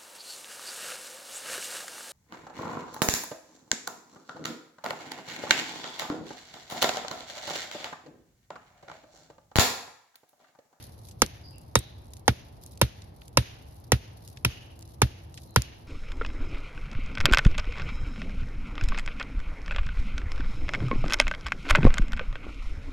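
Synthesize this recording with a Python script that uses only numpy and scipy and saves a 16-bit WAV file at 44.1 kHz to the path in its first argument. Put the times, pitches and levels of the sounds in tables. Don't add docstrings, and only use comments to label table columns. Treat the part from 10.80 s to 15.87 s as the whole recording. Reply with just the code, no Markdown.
import sys
import numpy as np
from scipy import signal
from scipy.fft import rfft, irfft, next_fast_len
from scipy.io import wavfile
from scipy.ndimage import uniform_filter1d

SR = 44100
rng = np.random.default_rng(int(sys.argv[2]) if len(sys.argv) > 2 else 0)


def log_audio(samples):
    frames = np.atleast_2d(samples).T
    limited = np.clip(frames, -1, 1)
    pcm = np.round(limited * 32767).astype(np.int16)
    wavfile.write(sys.argv[1], SR, pcm)


N = 223669

# start_s, force_db, glance (0 square to 1 skidding), middle_modes_db, crack_tilt_db_per_octave,
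# steel_ring_db, body_pitch_factor, high_modes_pitch_factor, swing_rustle_db
BLOWS = [(0.419, -2, .04, 2.5, 6, -56, 0.94, 0.91, -62), (0.9546, -3, .05, 2, 2, -21, 1, 1.003, -92),
         (1.4791, -2.5, 0.2, 2, -0.5, -37, .91, .9, -78.5),
         (2.0143, -2, 0.028, -2, 5, -32.5, 1.09, 1.05, -69), (2.572, 2, 0.5, 0, 2.5, -29, 1.04, 1.012, -75),
         (3.119, -1, .3, -4, 2, -60, 0.93, 0.84, -69.5),
         (3.6484, 0.5, 1, 1.5, 7.5, -49, 1.14, 1.005, -62.5),
         (4.2176, -2, 0.36, 2, 4, -44.5, .81, 0.94, -69), (4.7601, 0, 0.56, 2.5, 3, -46, 0.93, 1.05, -63)]
# pitch_hz, level_db, t60_s
STEEL = [(3768, 0, .075), (3850, -7, .06), (4077, -11, .06), (8549, -10, .09), (9092, -12, .075),
         (11050, -5, .035)]
SWING_LEAD_S, SWING_WIDTH_S = 0.14, 0.075


def amp(db):
    return 10 ** (np.asarray(db) / 20)


def evened(x):
    return x / np.sqrt(np.mean(x ** 2) + 1e-20)


def decay(t, t60_s):
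    return np.exp(-np.log(1000) * t / t60_s)


def read(points, hz, axis=1):
    table = np.transpose(points)
    return np.interp(np.log(hz + 1), np.log(table[0] + 1), table[axis])


def add(mix, start_s, sound):
    part = mix[:, max(round(start_s * SR), 0):][:, :sound.shape[1]]
    part += sound[:, :part.shape[1]]


def diffuse(size):
    # freq_hz, likeness (-1 to 1)
    likeness = [(60, 0.98), (130, 0.91), (250, 0.82), (500, -0.12), (950, -0.35), (2000, 0.17),
                (15000, -0.18)]
    hz = np.fft.rfftfreq(size, 1 / SR)
    a, b = np.exp(2j * np.pi * rng.random((2, len(hz))))
    same = np.clip(read(likeness, hz), -1, 1)
    return hz, np.array([a, same * a + np.sqrt(1 - same ** 2) * b])


def burst(bands, size, tilt_db=0, hold_s=0):
    hz, spectra = diffuse(size)
    t = np.hypot(np.arange(size) / SR, hold_s) - hold_s
    out = np.zeros((2, size))
    log_centres = np.log([row[0] for row in bands])
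    for share, (centre_hz, level_db, t60_s) in zip(np.eye(len(bands)), bands):
        weight = np.interp(np.log(hz + 1), log_centres, share)
        band = evened(irfft(spectra * weight, size))
        gain = amp(level_db + tilt_db * np.log2(centre_hz / 4000))
        out += band * gain * decay(t, t60_s)
    return out


def from_stake(x, turn=1):
    # freq_hz, right_lead_rad, left_minus_right_db
    offsets = [(100, .2, -.7), (280, .7, -1.5), (600, .75, -5), (1100, .7, -.5), (2000, 1.4, -1),
               (3200, 2.4, -3), (5200, 3.5, -5), (6800, 3.9, -1.5), (9000, 2.2, -.5), (12000, 0, 0),
               (15000, -2.9, 0)]
    size = next_fast_len(len(x) + 512)
    hz = np.fft.rfftfreq(size, 1 / SR)
    half = amp(read(offsets, hz, axis=2) / 2) * np.exp(-0.5j * turn * read(offsets, hz))
    return irfft(rfft(x, size) * np.array([half, 1 / half]), size)[:, :len(x)]


def mode(t, hz, swell_s, steep=1):
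    u = np.maximum(t, 0) / swell_s
    return (u * np.exp(1 - u)) ** steep * np.sin(2 * np.pi * hz * t)


def blows(spread_db=-13, near_db=-33):
    # body_db, middle_modes_db, top_modes_db, crack_db, thud_db
    square_db = np.array((-12.5, -12, -17, -13.5, -11))
    glance_change_db = np.array((-22, -9.5, 2, -12, -6.5))
    loose_db, seat_s, firm_db_per_s = -15.5, 0.33, 0.97
    echo_base_db, clack_base_db = -47, -37.5
    glance_echo_db = 1
    steel_turn = 0.45
    rock_lag_s, rock_db, rock_hz, rock_t60_s = 0.053, -45, 1050, 0.017

    out = np.zeros((2, N))
    t = np.arange(SR) / SR
    first_s = BLOWS[0][0]
    for start_s, force_db, glance, spot_db, tilt_db, ring_db, body_pitch, high_pitch, _ in BLOWS:
        levels_db = force_db + square_db + glance ** 2 * glance_change_db
        body_db, middle_db, top_db, crack_db, thud_db = levels_db
        thud_db -= force_db
        thud_db += loose_db * np.exp(-(start_s - first_s) / seat_s) + firm_db_per_s * start_s
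        echo_db = echo_base_db + force_db + glance_echo_db * glance
        clack_db = clack_base_db + force_db + 20 * np.log10(abs(glance) + 1e-6)

        wood = stake(t, [body_db, middle_db + spot_db, top_db], [body_pitch, high_pitch])
        soil = amp(thud_db) * thud(t)
        add(out, start_s, from_stake(wood + soil))
        add(out, start_s, from_stake(amp(ring_db) * steel(t), steel_turn))
        centre, width = amp(crack_db) * crack(tilt_db)
        add(out, start_s, from_stake(centre) + amp(spread_db) * np.array([width, -width]))
        add(out, start_s, amp(near_db + crack_db / 2) * near_scatter())
        add(out, start_s + rock_lag_s, snap(rock_db + force_db, rock_hz, rock_t60_s))
        add(out, start_s, brush(t, echo_db, clack_db))
        add(out, start_s, amp(ring_db) * ring_echo(t))
    return out


def stake(t, levels_db, pitches, lag_cycles=0.81, scatter=0.029, spot_scatter_db=3):
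    # pitch_hz, level_db, swell_s
    bending_modes = [(275, -9, .0033), (505, 1, .0018), (930, 0.5, .0015), (1370, -1, .0012),
                     (1600, -3, .0012), (1860, -3, .0012), (2480, -0.5, .001), (3050, -3, .0011)]
    out = np.zeros(len(t))
    draws = rng.standard_normal((len(bending_modes), 2))
    for (hz, db, swell_s), (detune, spot) in zip(bending_modes, draws):
        high = np.clip(np.log2(hz / 550), 0, 1)
        group_db = np.interp(hz, [600, 1400, 1900, 2400], np.repeat(levels_db, [1, 2, 1]))
        level_db = db + group_db + spot_scatter_db * high * spot
        pitch = np.interp(hz, [600, 900], pitches) + scatter * high * detune
        out += amp(level_db) * mode(t - lag_cycles / hz, hz * pitch, swell_s)
    return out


def crack(tilt_db, crush_s=0.0005, bounce_s=0.0022, bounce_db=-7):
    # centre_hz, level_db, t60_s
    grain_bands = [(740, -12.5, .016), (1620, -6, 0.057), (2700, -5.5, 0.04), (4800, -5, 0.015),
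                   (5730, 4, 0.012), (7910, 1.5, 0.0061), (9550, -2.5, 0.012), (11850, -8.5, 0.011),
                   (16700, -14.5, .009)]
    t = np.arange(2048) / SR
    snaps = amp(3.5 * evened(uniform_filter1d(rng.standard_normal(len(t)), 14)))
    smooth = burst(grain_bands, size=len(t), tilt_db=tilt_db) * (1 - np.exp(-t / crush_s))
    uneven = smooth * snaps
    direct = uneven * np.std(smooth) / np.std(uneven)
    return direct + amp(bounce_db) * np.roll(direct, round(bounce_s * SR), axis=1)


def thud(t, rebound_s=0.0175, rebound_db=-12, steep=3.7, lag_cycles=0.86):
    # pitch_hz, level_db, swell_s
    ground_modes = [(70.5, -13, 0.017), (119.2, -5, 0.011), (191, -13, 0.0094)]

    def jolt(u):
        return sum(amp(db) * mode(u - lag_cycles / hz, hz, swell_s, steep) for hz, db, swell_s in ground_modes)

    return jolt(t) + amp(rebound_db) * jolt(t - rebound_s)


def steel(t):
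    return sum(amp(db) * decay(t, t60_s) * np.sin(2 * np.pi * hz * t) for hz, db, t60_s in STEEL)


def near_scatter():
    # centre_hz, level_db, t60_s
    near_bands = [(300, 15, 0.13), (870, 6.5, 0.081), (2000, 12.5, 0.075), (3640, 15, 0.083),
                  (7640, 9, 0.038), (11000, 0, 0.16), (15600, -28, .08)]
    return burst(near_bands, size=8192)


def far_note(t, centre_hz, width_hz, rise_s, t60_s):
    hz, spectra = diffuse(size=len(t))
    resonance = 1 / (1 + ((hz - centre_hz) / width_hz) ** 2)
    note = evened(irfft(spectra * resonance, len(t)))
    return note * (1 - np.exp(-t / rise_s)) * decay(t, t60_s)


def brush(t, echo_db, clack_db, clump_db=1.2):
    # centre_hz, level_db, t60_s
    far_bands = [(400, -10, 0.93), (1167, -18.5, 0.8), (1670, -13, 0.63), (2640, -7, 0.45),
                 (4700, -11, 0.51), (6400, -11.5, 0.36), (7407, -34, 0.04), (11300, -14.5, 0.29),
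                 (15000, -54, .3)]
    clumps = amp(clump_db * evened(uniform_filter1d(rng.standard_normal(len(t)), size=900)))
    wide = amp(echo_db) * burst(far_bands, size=len(t), hold_s=0.19) * (1 - np.exp(-t / 0.0036))
    clack = amp(clack_db) * far_note(t, centre_hz=2850, width_hz=300, rise_s=0.14, t60_s=0.65)
    return clumps * (wide + clack)


def ring_echo(t):
    return amp(-24) * far_note(t, STEEL[0][0], width_hz=400, rise_s=0.03, t60_s=0.6)


def opening_echo(ago_s=0.23, echo_db=-42, clack_db=-52):
    out = np.zeros((2, N))
    echo = brush(np.arange(SR) / SR, echo_db, clack_db)
    add(out, 0, echo[:, round(ago_s * SR):])
    return out


def snap(level_db, centre_hz, t60_s, octaves=1.0, rise_s=0.000046):
    hz, spectra = diffuse(size=2048)
    band = np.exp(-0.5 * (np.log2((hz + 1) / centre_hz) / octaves) ** 2)
    treble_cut = 1 / (1 + (hz / 14000) ** 10)
    noise = evened(irfft(spectra * band * treble_cut))
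    t = np.arange(noise.shape[1]) / SR
    shape = decay(t, t60_s) * (1 - np.exp(-t / rise_s))
    return amp(level_db) * noise * shape / shape.max()


def twigs(count=3, scatter_octaves=0.52):
    # start_s, level_db, centre_hz, t60_s
    loud_snaps = [(0.2865, -45, 6300, 0.04), (0.311, -49, 5740, .054), (0.463, -31, 5460, 0.0082),
                  (0.7828, -41.5, 8860, 0.0079), (0.9895, -28.5, 10740, 0.019), (1.3354, -38, 6500, 0.017),
                  (1.3683, -43.5, 6040, 0.012), (1.3956, -47, 11500, 0.0069), (1.837, -40.5, 8700, .012),
                  (1.8627, -36.5, 10800, 0.011), (1.921, -45, 9900, 0.0058), (1.975, -43.5, 6540, 0.018),
                  (2.22, -44, 3700, 0.018), (2.418, -46, 1970, .023), (2.4805, -40.5, 6800, 0.0095),
                  (3.477, -39, 7900, 0.01), (3.572, -40.5, 2940, 0.022), (3.9917, -42.5, 11000, 0.0075),
                  (4.0256, -43, 5000, 0.014), (4.5423, -41, 5570, .011), (4.575, -40, 3330, 0.051),
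                  (4.8205, -21.5, 5560, 0.0053)]
    small_db, spread_db, small_hz, small_t60_s = -52, 3, 10100, 0.0076
    out = np.zeros((2, N))
    for start_s, level_db, centre_hz, t60_s in loud_snaps:
        add(out, start_s, snap(level_db, centre_hz, t60_s))
    for blow_s, *_ in BLOWS:
        for when, strength, colour in rng.standard_normal((count, 3)):
            centre_hz = small_hz * 2 ** (scatter_octaves * colour)
            small = snap(small_db + spread_db * strength, centre_hz, small_t60_s)
            add(out, blow_s - SWING_LEAD_S + SWING_WIDTH_S * when, small)
    return out


def litter(grains_per_s=110, rest_db=-69, settle_db=-47.5, settle_t60_s=0.52):
    t = np.arange(N) / SR
    swings = sum(amp(rustle_db) * np.exp(-0.5 * ((t - blow_s + SWING_LEAD_S) / SWING_WIDTH_S) ** 2)
                 for blow_s, *_, rustle_db in BLOWS)
    settling = amp(settle_db) * decay(t, settle_t60_s)
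    hz, spectra = diffuse(size=N)
    strengths = amp(3 * np.minimum(rng.exponential(1, N), 3))
    grains = (rng.random(N) < grains_per_s / SR) * strengths
    grit = evened(signal.lfilter([1], [1, -np.exp(-1 / (0.005 * SR))], grains))
    colour = amp(read([(800, -32.0), (2200, -17), (4000, 3), (6000, 0.0), (8000, -11), (11000, 5.5),
                       (13500, -5.0), (15500, -33.0)], hz))
    crackle = evened(irfft(spectra * colour, N) * (0.45 + grit))
    return crackle * (amp(rest_db) + swings + settling)


def bird(width_hz=160):
    # start_s, pitch_hz, level_db, t60_s
    notes = [(0.633, 4850, -47, 0.46), (0.723, 2760, -55, 0.3), (4.666, 4100, -62, 1)]
    out = np.zeros((2, N))
    t = np.arange(SR // 2) / SR
    for start_s, pitch_hz, level_db, t60_s in notes:
        add(out, start_s, amp(level_db) * far_note(t, pitch_hz, width_hz, 0.02, t60_s))
    return out


def hum(pitch_hz=329, waver=0.006, start_db=-74, step_db=9.5, step_at_s=3.9, step_rise_s=0.051):
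    t = np.arange(N) / SR
    drift = evened(uniform_filter1d(rng.standard_normal(N), size=6000))
    level_db = start_db + step_db * 0.5 * (1 + np.tanh((t - step_at_s) / step_rise_s))
    phase = 2 * np.pi * np.cumsum(pitch_hz * (1 + waver * drift)) / SR
    return amp(level_db) * np.sqrt(2) * np.sin(phase)


def air(level_db=-48, low_cut_hz=28):
    # freq_hz, relative_level_db (per Hz)
    spectrum = [(15, -26.5), (25, -19.5), (64, 3), (109, 3.5), (186, -10.5), (257, -12.5), (354, -16),
                (856, -16.5), (1460, -34), (4150, -41), (4870, -43), (8320, -56.5), (11200, -54),
                (13500, -55.5), (15000, -54)]
    hz, spectra = diffuse(size=N)
    colour = amp(read(spectrum, hz)) * hz ** 2 / np.hypot(hz ** 2, low_cut_hz ** 2)
    return amp(level_db) * evened(irfft(spectra * colour, N))


def scene():
    return opening_echo() + blows() + twigs() + litter() + bird() + hum() + air()


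def record(dry, ceiling=0.88, edge_hz=15800):
    rounded = dry / (1 + (dry / ceiling) ** 6) ** (1 / 6)
    lowpass = signal.firwin(255, edge_hz, window=("kaiser", 9), fs=SR)
    return signal.oaconvolve(rounded, lowpass[None], "same")


dry = scene()
out = record(dry)
log_audio(out)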